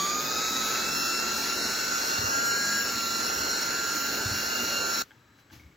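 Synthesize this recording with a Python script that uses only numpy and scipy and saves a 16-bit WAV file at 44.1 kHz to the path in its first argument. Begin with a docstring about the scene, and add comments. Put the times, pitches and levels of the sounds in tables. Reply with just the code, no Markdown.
"""Food processor churning cream, then a quiet kitchen

Gear teeth whine at multiples of the mesh rate, throbbing with mains and blade shaft: modulated sines.
The bowl rumbles and the cream roars: coloured noise. The machine sound is cut off at 5.02 s.
Room hush, rustles and low shuffles (noise), ticks and faint clinks (damped modes) follow."""
import sys
import numpy as np
from scipy import signal
from scipy.fft import rfft, irfft, next_fast_len
from scipy.io import wavfile
from scipy.ndimage import uniform_filter1d

SR = 44100
rng = np.random.default_rng(int(sys.argv[2]) if len(sys.argv) > 2 else 0)


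def unload_wav(signal):
    """Save mono or channel-first audio to the path in sys.argv[1] as 16-bit WAV at rate SR, clipped to [-1, 1]."""
    wavfile.write(
        sys.argv[1],
        SR,
        np.round(np.clip(np.atleast_2d(signal).T, -1, 1) * 32767).astype(np.int16),
    )


def voltage_ratio(decibels):
    """Convert decibels (scalar or array-like) to amplitude ratios, 20 dB per decade."""
    exponent = np.asarray(decibels, float) / 20
    return 10 ** exponent


N = 254027
M = next_fast_len(N)
TIME_S = np.arange(M) / SR
BIN_HZ = np.maximum(np.fft.rfftfreq(M, 1 / SR), 1)
SIDES = np.array([[1], [-1]])  # left, right
MAINS_THROB_HZ = 120
TEETH = 59  # mesh rate / blade rate

# room hush colour: (frequency [Hz], relative level [dB])
HUSH_COLOUR = [(18, -41), (30, -11), (108, 4), (188, -6), (278, -1), (500, -10), (700, -14.5),
               (1100, -11.5), (1610, -10.5), (2450, -15.5), (4130, -20.5), (7550, -25), (8390, -45),
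               (9070, -57), (9820, -37), (15700, -28)]
# low shuffles: (start [s], level [dB], rise [s], t60 [s])
SHUFFLES = [(5.4, -71, .03, 1.), (5.505, -49, 0.024, 0.44), (5.58, -58, 0.025, 0.48),
            (5.64, -57, 0.015, 0.42)]
# cloth-like rustles: (start [s], level [dB], rise [s], t60 [s])
RUSTLES = [(5.03, -59.5, 0.0076, 0.71), (5.33, -62, .07, 0.17), (5.49, -51.5, 0.042, 0.48)]
# plastic ticks: (time [s], level [dB])
TICKS = [(5.108, -52), (5.116, -52), (5.388, -62), (5.501, -58), (5.508, -55)]
# plastic modes: (frequency [Hz], relative level [dB], t60 [s])
PLASTIC_MODES = [(1610, 9.5, 0.018), (2100, -1, .025), (3180, 4, .01), (864, -9, 0.11)]
# faint clinks: (time [s], level [dB])
CLINKS = [(5.597, -54), (5.635, -60), (5.665, -60), (5.715, -65)]
# metal modes: (frequency [Hz], relative level [dB], t60 [s])
METAL_MODES = [(2180, 2, 0.089), (2260, -3, 0.14)]
# narrow rattle bands: (centre [Hz], half width [Hz], level [dB])
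RATTLE_BANDS = [(1660, 120, -70), (1315, 100, -73), (925, 33, -79)]
# rattle span: (start [s], end [s])
RATTLE_SPAN_S = (5.11, 5.38)
# steady tones: (start [s], end [s], frequency [Hz], level [dB])
STEADY_TONES = [(0, 1.7, 360, -49), (1.7, 5.02, 360, -55), (.5, 5.02, 10508, -57), (1.27, 2.3, 7752, -53),
                (3.6, 5.02, 7752, -57), (5.05, 5.3, 3996, -77), (5.3, 5.45, 3996, -73),
                (5.45, 5.5, 3996, -79), (5.04, 5.76, 7752, -82)]
# bumps through the counter: (time [s], relative level [dB])
BUMPS = [(.89, -43), (2.186, -30.5), (2.238, -32), (2.35, -43), (2.837, -46), (2.95, -40), (4.255, -26),
         (4.31, -28), (4.355, -37)]
# counter modes: (frequency [Hz], relative level [dB], t60 [s])
COUNTER_MODES = [(97.5, -2, 0.15), (112, -10.5, 0.18), (64.6, -20, 0.37), (210, -18, 0.053)]
# bowl rumble colour: (frequency [Hz], relative level [dB])
RUMBLE_COLOUR = [(18, -59), (33, -34), (59, -9.5), (134, -12), (233, -2), (332, -1.5), (357, -6), (394, 0),
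                 (900, -8), (1170, -74), (1980, -120)]
# roar colour: (frequency [Hz], relative level [dB])
ROAR_COLOUR = [(410, -30), (700, -20.5), (869, -11), (1200, -10), (1390, -3.5), (2020, -6.5), (2490, -10.5),
               (2780, -20), (3100, -19), (3420, -10), (3680, -17), (4250, -3), (4840, -6.5), (5570, -8.5),
               (6600, -1.5), (8580, -16), (14500, -120)]
# roar course: (time [s], relative level [dB])
ROAR_COURSE = [(0, -36.5), (.25, -35), (.57, -33.5), (1.0, -34.5), (1.4, -34), (2.3, -35), (2.6, -35.5),
               (5.0, -36.5)]
# mains-kicked combs: (multiple of mesh rate [-], width [Hz], relative level [dB])
COMBS = [(2, 15, -52), (3, 15, -45), (4, 15, -45)]
# motor speed: (time [s], mesh rate [Hz])
SPEED = [(0.02, 1163.1), (0.14, 1218.1), (0.28, 1257.1), (0.42, 1289.1), (0.5, 1301.5), (0.57, 1299),
         (0.63, 1291), (0.7, 1300), (0.78, 1313), (0.84, 1322), (0.9, 1338), (0.98, 1348.9), (1.12, 1349.0),
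         (1.4, 1365.5), (1.54, 1367.6), (1.82, 1378.9), (2.24, 1384.5), (2.4, 1389.8), (2.7, 1386.5),
         (2.94, 1378.6), (3.08, 1366.1), (3.5, 1395.4), (3.64, 1387.6), (3.92, 1383.5), (4.2, 1392),
         (4.42, 1390.5), (4.62, 1399), (4.76, 1394.5), (4.9, 1383.4)]
# whine lines: name -> (multiple of mesh rate [-], offset [Hz], usual relative level [dB])
WHINE = {"first": (1, 0, -39), "second": (2, 0, -53.5), "third": (3, 0, -48), "fourth": (4, 0, -50),
         "fifth": (5, 0, -70), "mains": (1, 120, -49), "rotor": (1.178, 0, -50)}
# whine swells and fades: name -> (start [s], end [s], change [dB])
SWELLS = {"first": [(0, .2, 3.5), (.23, .36, -3), (.78, .92, -3), (1.3, 1.8, -3), (2.08, 2.55, 3.5),
          (2.6, 3.0, -3), (3.0, 4.1, 1.5), (3.85, 4.05, 1.5), (4.1, 4.83, -3), (4.85, 5.1, 3)],
          "second": [(0, .7, 2), (.78, 1.25, 13.5), (1.25, 1.65, 9), (2.1, 2.3, 11), (3.0, 3.2, 4.5),
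          (4.35, 4.44, 13), (4.5, 4.64, 12.5), (4.71, 4.83, 16)], "third": [(0, .1, 2.5), (.1, .3, -23),
          (.28, .42, 5), (.42, .72, 10), (.72, .84, 7), (.84, 1.75, 4), (2.55, 2.75, 4.5), (3.0, 3.3, 5),
          (3.42, 3.6, 10), (4.3, 4.36, 5), (4.62, 4.85, 4)], "fourth": [(0, .15, 3.5), (.22, .5, 2),
          (.9, 1.22, 12), (1.5, 2.08, 6.5), (2.4, 2.9, 6.5), (3.0, 3.2, 6), (4.33, 4.4, 8),
          (4.62, 4.68, 10), (4.76, 4.82, 10), (4.9, 5.03, 10)], "fifth": [(0, .25, 23), (.36, .74, 29)],
          "mains": [(.1, .66, -13), (.7, 1.25, 4), (1.6, 2.16, 7.5), (2.32, 2.8, 4.5), (2.9, 3.2, -4),
          (3.25, 3.97, 5), (4.06, 4.6, 8), (4.7, 5.1, 5)], "rotor": [(0, .6, -8), (.7, 1.0, 4),
          (2.3, 2.52, 18), (2.52, 2.86, 15.5), (2.86, 2.93, 7), (2.95, 3.3, -3), (3.7, 3.95, 7.5),
          (4.05, 4.4, 5)]}
# drift of the lowest whine: (time [s], left minus right [dB], left lead [rad])
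FIRST_MOVES = [(0, -1.5, 0), (1.3, 0, 0), (2.8, 0, 0), (3.2, -4, -.6), (4.3, -3, -.9), (4.8, -4, -1.2),
               (5.0, 0, -1.3)]
# sidebands at mains and rotor spacings: (multiple of mesh rate [-], offset [Hz], relative level [dB])
SIDEBANDS = [(1, -120, -53), (1, -241, -55), (1, 360, -56), (2, 120, -57), (2, -120, -56), (2, 241, -66),
             (2, -250, -62), (3, 120, -47), (3, -123, -51), (3, 241, -50), (3, -246, -53), (3, -495, -66),
             (3, 360, -58), (4, 120, -53), (4, -125, -48), (4, 241, -57), (4, -253, -55), (4, -366, -57),
             (4, -500, -56), (4, 355, -56)]
# sideband growth as the speed settles: (time [s], gain [dB])
SETTLE = [(0, -4.5), (1.0, -2), (1.6, -0.5)]
# weaker shaft tones: (share of mesh rate [-], relative level [dB])
SHAFTS = [(.637, -59), (.727, -62), (1.017, -55), (1.034, -56), (1.272, -55), (1.966, -57), (2.05, -60)]
# blade harmonics: (multiple of blade rate [-], relative level [dB])
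BLADE = [(3, -66.5), (4, -73), (5, -66.5), (7, -63.5), (8, -73), (9, -60), (10, -55), (12, -58.5),
         (13, -67.5), (14, -62), (16, -71)]
# upward copies of the middle range: (from [Hz], to [Hz], shift [Hz])
REPEATS = [(900, 6550, 5512.5), (2415, 6300, 9646.9)]
# filter on the copies: (frequency [Hz], gain [dB])
COPY_FILTER = [(6300, -29), (6550, -0.5), (7250, -6), (7400, -11.5), (10300, -87), (10600, -14.5),
               (12000, -16), (12300, -16), (13000, -29), (14000, -33), (15800, -38), (15900, -61)]
# fine hiss colour: (frequency [Hz], relative level [dB])
HISS_COLOUR = [(10200, -79), (10500, 1.5), (11200, -16), (12000, 1), (12900, 3), (13800, 8), (15800, 3.5),
               (15900, -58)]
# flickering patches: (from [Hz], to [Hz], relative level [dB], rate [1/s], share of time on [0-1])
PATCHES = [(7450, 7700, -53.5, 10, 1), (7440, 8050, -53.5, 13, 0.59), (8200, 8600, -55.5, 16, 0.31),
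           (9950, 10400, -54, 7.9, 0.14)]
# noise width: (frequency [Hz], side minus mid [dB])
SIDE_WIDTH = [(40, -40), (125, -32), (250, -18), (500, -11), (1000, -5), (2000, -4), (3000, -7),
              (4000, -11), (8000, -11), (11000, -21)]
# machine phase between the ports: (frequency [Hz], left lead [rad])
PORT_LEAD = [(800, 0), (1150, -.8), (1450, -.8), (1640, 1.3), (2300, .5), (2800, .6), (3300, 0)]
# machine balance between the ports: (frequency [Hz], left minus right [dB])
PORT_LEAN = [(60, 0), (150, -.3), (250, -1.4), (500, -1.5), (1400, -1.5), (1640, 2), (2300, 1), (4000, .3),
             (8000, 0), (12000, .1)]
# machine gain up to and through the cut: (time [s], gain [dB])
CUT = [(5.0225, 1), (5.0245, -13), (5.038, -16), (5.044, -30), (5.07, -55)]
# balance, nearly even under the machine, further left in the quiet kitchen: (time [s], left minus right [dB])
BALANCE = [(0, 0), (5.0, -0.4), (5.1, 3), (5.76, 2)]


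def curve(table):
    """Interpolate the columns of a time table at every sample."""
    s, *columns = np.transpose(table)
    return [np.interp(TIME_S, s, c) for c in columns]


def over_hz(table):
    """Interpolate a (frequency, value) table over log frequency at every bin."""
    hz, value = np.transpose(table)
    return np.interp(np.log(BIN_HZ), np.log(np.maximum(hz, 1)), value)


def colour(x, table):
    """Filter by a (frequency [Hz], gain [dB]) table, zero phase."""
    return irfft(rfft(x) * voltage_ratio(over_hz(table)), M)


def band(x, lo_hz, hi_hz):
    """Keep the part between two frequencies."""
    return irfft(rfft(x) * ((BIN_HZ >= lo_hz) & (BIN_HZ < hi_hz)), M)


def unit(x):
    """Scale to rms 1."""
    return x / np.sqrt(np.mean(x ** 2))


def walk(rate_hz):
    """Random levels held 1 / rate and slewed twice; spread near 1."""
    k = int(SR / rate_hz)
    held = np.repeat(rng.standard_normal(M // k + 1), k)
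    return 1.269 * uniform_filter1d(uniform_filter1d(held, k), k)[:M]


def span(start_s, end_s, edge_s=0.0083):
    """Gate: 1 between two times, with soft edges."""
    inside = 1. * ((TIME_S > start_s) & (TIME_S < end_s))
    return uniform_filter1d(inside, size=max(int(edge_s * SR), 1))


def bursts(events):
    """Envelope of noises that rise and die away exponentially."""
    out = 0
    for s, db, rise_s, t60_s in events:
        decay_db = 60 * np.maximum(TIME_S - s - rise_s, 0) / t60_s
        out = out + voltage_ratio(db - decay_db) * np.clip((TIME_S - s) / rise_s, 0, 1) ** 2
    return out


def noise_pair(table):
    """Stereo noise of a given colour, less alike in the middle range; rms 1."""
    mid, side = rfft(rng.standard_normal((2, M))) * voltage_ratio(over_hz(table))
    side = side * voltage_ratio(over_hz(SIDE_WIDTH))
    return unit(irfft(mid + SIDES * side, M))


def tone(turns, db, rough_db, apart_turns=0., rate_hz=14):
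    """Sine with fluttering level; its phase may wander apart between left and right."""
    turns = turns + rng.random() + apart_turns * walk(4.7) * SIDES
    return np.sqrt(2) * voltage_ratio(db + rough_db * walk(rate_hz)) * np.cos(2 * np.pi * turns)


def rings(events, modes):
    """Every blow rings the same damped modes, with a soft rise."""
    out = np.zeros(M)
    for s, db in events:
        t = np.maximum(TIME_S - s, 0)
        for hz, mode_db, t60_s in modes:
            rise = np.minimum(t * hz * 2, 1)
            out += voltage_ratio(db + mode_db - 60 * t / t60_s) * np.sin(2 * np.pi * hz * t) * rise
    return out


def patchy(x, depth_db, size_bins):
    """Thin out random patches a few bins wide and some 120 ms long, above 1.6 kHz."""
    hz, _, cells = signal.stft(x, SR, nperseg=1024)
    field = uniform_filter1d(rng.standard_normal(cells.shape[1:]), size=size_bins, axis=0)
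    field = uniform_filter1d(field, size=11, axis=1)
    weight = np.interp(hz, [1600, 2000, 2800, 3000, 3700, 4000], [0, 1, .8, 2.3, 1.5, .2])
    dips = np.maximum(field / field.std() - .55, 0) * weight[:, None]
    return signal.istft(cells * voltage_ratio(-depth_db * dips), SR, nperseg=1024)[1][:, :M]


def room_hush():
    """Steady coloured noise of the quiet room, from the cut on."""
    return noise_pair(HUSH_COLOUR) * voltage_ratio(-60.5) * (TIME_S > 5.024)


def shuffles():
    """Low noise bursts."""
    low = noise_pair([(30, -20), (60, 3.5), (100, 1.5), (200, -10.5), (320, -8.0), (500, -62)])
    return low * bursts(SHUFFLES)


def rustles():
    """Cloth-like broadband noise bursts."""
    cloth = noise_pair([(500, -3.0), (1500, -1.0), (6500, -4.5), (7400, -13), (9300, -28),
                        (10500, -12), (15800, -11)])
    return cloth * bursts(RUSTLES)


def rattle():
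    """Narrow noise bands that stutter after the first ticks."""
    bands = sum(voltage_ratio(db) * unit(band(rng.standard_normal(M), hz - half_hz, hz + half_hz))
                for hz, half_hz, db in RATTLE_BANDS)
    return bands * voltage_ratio(1.9 * walk(61)) * span(*RATTLE_SPAN_S, .04)


def kitchen():
    """Room hush, shuffles and rustles, with struck plastic ticks, metal clinks and a rattle."""
    struck = rings(TICKS, PLASTIC_MODES) + rings(CLINKS, METAL_MODES)
    return room_hush() + shuffles() + rustles() + struck + rattle()


def steady_tones():
    """Gated sines of fixed pitch and slightly fluttering level."""
    return sum(tone(hz * TIME_S, db, 1.5) * span(a, b) for a, b, hz, db in STEADY_TONES)


def churn(mesh_turns):
    """Roar throbs with the mains current; bowl rumble lurches and swells once a blade turn."""
    mains = 2 * np.pi * MAINS_THROB_HZ * TIME_S
    throb = 1 + 0.2 * np.cos(mains) + 0.04 * np.cos(2 * mains)
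    roar = noise_pair(ROAR_COLOUR) * voltage_ratio(curve(ROAR_COURSE)[0] + 0.76 * walk(16)) * throb
    slosh = 1 + 0.073 * np.cos(2 * np.pi * mesh_turns / TEETH)
    rumble = noise_pair(RUMBLE_COLOUR) * voltage_ratio(-43.5 + 1.64 * walk(9)) * slosh
    return roar + rumble


def slow_pair(width_hz):
    """Two slow noises that spread a tone into a skirt of the given width."""
    lowpass = [(width_hz / 3, 0), (width_hz, -4), (3 * width_hz, -30)]
    return unit(colour(rng.standard_normal((2, M)), lowpass))


def chatter(mesh_turns):
    """Loose teeth: noisy skirts around mesh multiples, and narrow ones kicked by the mains into combs."""
    # (multiple of mesh rate [-], width [Hz], relative level [dB])
    skirts = [(1, 56, -42.0), (2, 124, -45), (3, 360, -42.5), (4, 110, -42)]
    out = 0
    for k, width_hz, db in skirts:
        common, apart = slow_pair(width_hz)
        level = voltage_ratio(db + 3.1 * walk(20))
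        out = out + level * (common + 0.26 * apart * SIDES) * np.cos(2 * np.pi * k * mesh_turns)
    mains = np.cos(2 * np.pi * MAINS_THROB_HZ * TIME_S)
    kicks = unit(np.exp(2.5 * mains))  # sharpened pulses
    for k, width_hz, db in COMBS:
        in_phase, quadrature = slow_pair(width_hz)
        phase = 2 * np.pi * k * mesh_turns
        out = out + voltage_ratio(db) * kicks * (in_phase * np.cos(phase) + quadrature * np.sin(phase))
    return out * (1 + .35 * mains)


def whine(mesh_turns, rock):
    """Mesh, mains and rotor lines swell and fade; the shaft rocks the mesh lines."""
    half_sides = SIDES / 2
    out = 0
    for name, (k, hz, db) in WHINE.items():
        swell_db = sum(change_db * span(a, b, 0.08) for a, b, change_db in SWELLS[name])
        lean_db, lead_rad = curve(FIRST_MOVES) if name == "first" else (0, 0)
        turns = k * mesh_turns + hz * TIME_S + half_sides * lead_rad / (2 * np.pi)
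        level_db = db + swell_db + half_sides * lean_db + 0.6 * walk(3.89)
        line = tone(turns, level_db, 1.2, apart_turns=0.092 / k, rate_hz=20)
        out = out + line * (1 if name in ("mains", "rotor") else rock)
    return out


def gears(mesh_turns):
    """Whine, sidebands, shaft and blade tones; the eccentric blade shaft rocks mesh tones each turn."""
    blade = 2 * np.pi * mesh_turns / TEETH
    rock = 1 + 0.13 * np.cos(blade) + 0.03 * np.cos(2 * blade + 3.7)
    flutter_db = 2.6
    settle_db = curve(SETTLE)[0]
    sidebands = sum(tone(k * mesh_turns + hz * TIME_S, db + settle_db, flutter_db,
                         apart_turns=0.097, rate_hz=25) for k, hz, db in SIDEBANDS)
    shafts = sum(tone(k * mesh_turns, db, flutter_db, apart_turns=0.061) for k, db in SHAFTS)
    blades = sum(tone(k * mesh_turns / TEETH, db, 5.2) for k, db in BLADE)
    return whine(mesh_turns, rock) + rock * sidebands + shafts + blades


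def upward_copies(x):
    """Repeat the middle range twice higher up and nearer the centre, by single-sideband shift."""
    mid = x.mean(axis=0)
    narrow = mid + .72 * (x - mid)
    top = 0
    for lo_hz, hi_hz, shift_hz in REPEATS:
        analytic = signal.hilbert(band(narrow, lo_hz, hi_hz))
        top = top + np.real(analytic * np.exp(2j * np.pi * shift_hz * TIME_S))
    return colour(top, COPY_FILTER)


def treble_hiss():
    """Fine hiss throbbing with the mains, plus narrow noise patches switched at random."""
    throb = 1 + 0.19 * np.cos(2 * np.pi * MAINS_THROB_HZ * TIME_S)
    flicker_db = .4 * walk(40) + 1.1 * walk(20) + 1.1 * walk(9)
    hiss = patchy(noise_pair(HISS_COLOUR), 12., size_bins=6) * voltage_ratio(-45.5 + flicker_db) * throb
    whistle = sum(span(a, b) for a, b, hz, _ in STEADY_TONES if 7000 < hz < 8000)
    for lo_hz, hi_hz, db, rate_hz, share in PATCHES:
        chance = walk(rate_hz)
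        on = uniform_filter1d(1. * (chance < np.quantile(chance, np.clip(share, 0, 1))), size=500)
        # patches near the high whistle drop out while it sounds
        level = voltage_ratio(db - 40 * whistle * (hi_hz < 8100))
        hiss += level * unit(band(rng.standard_normal(M), lo_hz, hi_hz)) * on
    return hiss


def treble(x):
    """Low-pass the machine near 6.5 kHz; fill the top with shifted copies and flickering hiss."""
    return colour(x, [(6450, 0.5), (6650, -15), (8000, -77)]) + upward_copies(x) + treble_hiss()


def food_processor():
    """Motor-driven gears, chatter, churn and counter bumps reach two microphone ports unevenly."""
    mesh_turns = np.cumsum(curve(SPEED)[0] + 2.2 * walk(22)) / SR
    noise = patchy(chatter(mesh_turns) + churn(mesh_turns), 34., size_bins=4)
    machine = gears(mesh_turns) + noise + rings(BUMPS, COUNTER_MODES)
    skew = voltage_ratio(over_hz(PORT_LEAN) / 2) * np.exp(.5j * over_hz(PORT_LEAD))
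    machine = irfft(rfft(machine) * np.array([skew, 1 / skew]), M)
    return treble(machine) * voltage_ratio(curve(CUT)[0])


def scene():
    """Sum kitchen, steady tones and machine; the balance moves left at the cut."""
    heard = kitchen() + steady_tones() + food_processor()
    return (heard * voltage_ratio(curve(BALANCE)[0] * SIDES / 2))[:, :N]


def roll_off(x):
    """The treble ends steeply here."""
    return signal.sosfilt(signal.butter(12, 15880, fs=SR, output="sos"), x)


def record(dry):
    """Drop the deepest bass with a third-order 40 Hz high-pass."""
    highpass = signal.butter(3, 40, "high", fs=SR, output="sos")
    mix = signal.sosfilt(highpass, dry)
    return roll_off(mix)


dry = scene()
out = record(dry)
unload_wav(out)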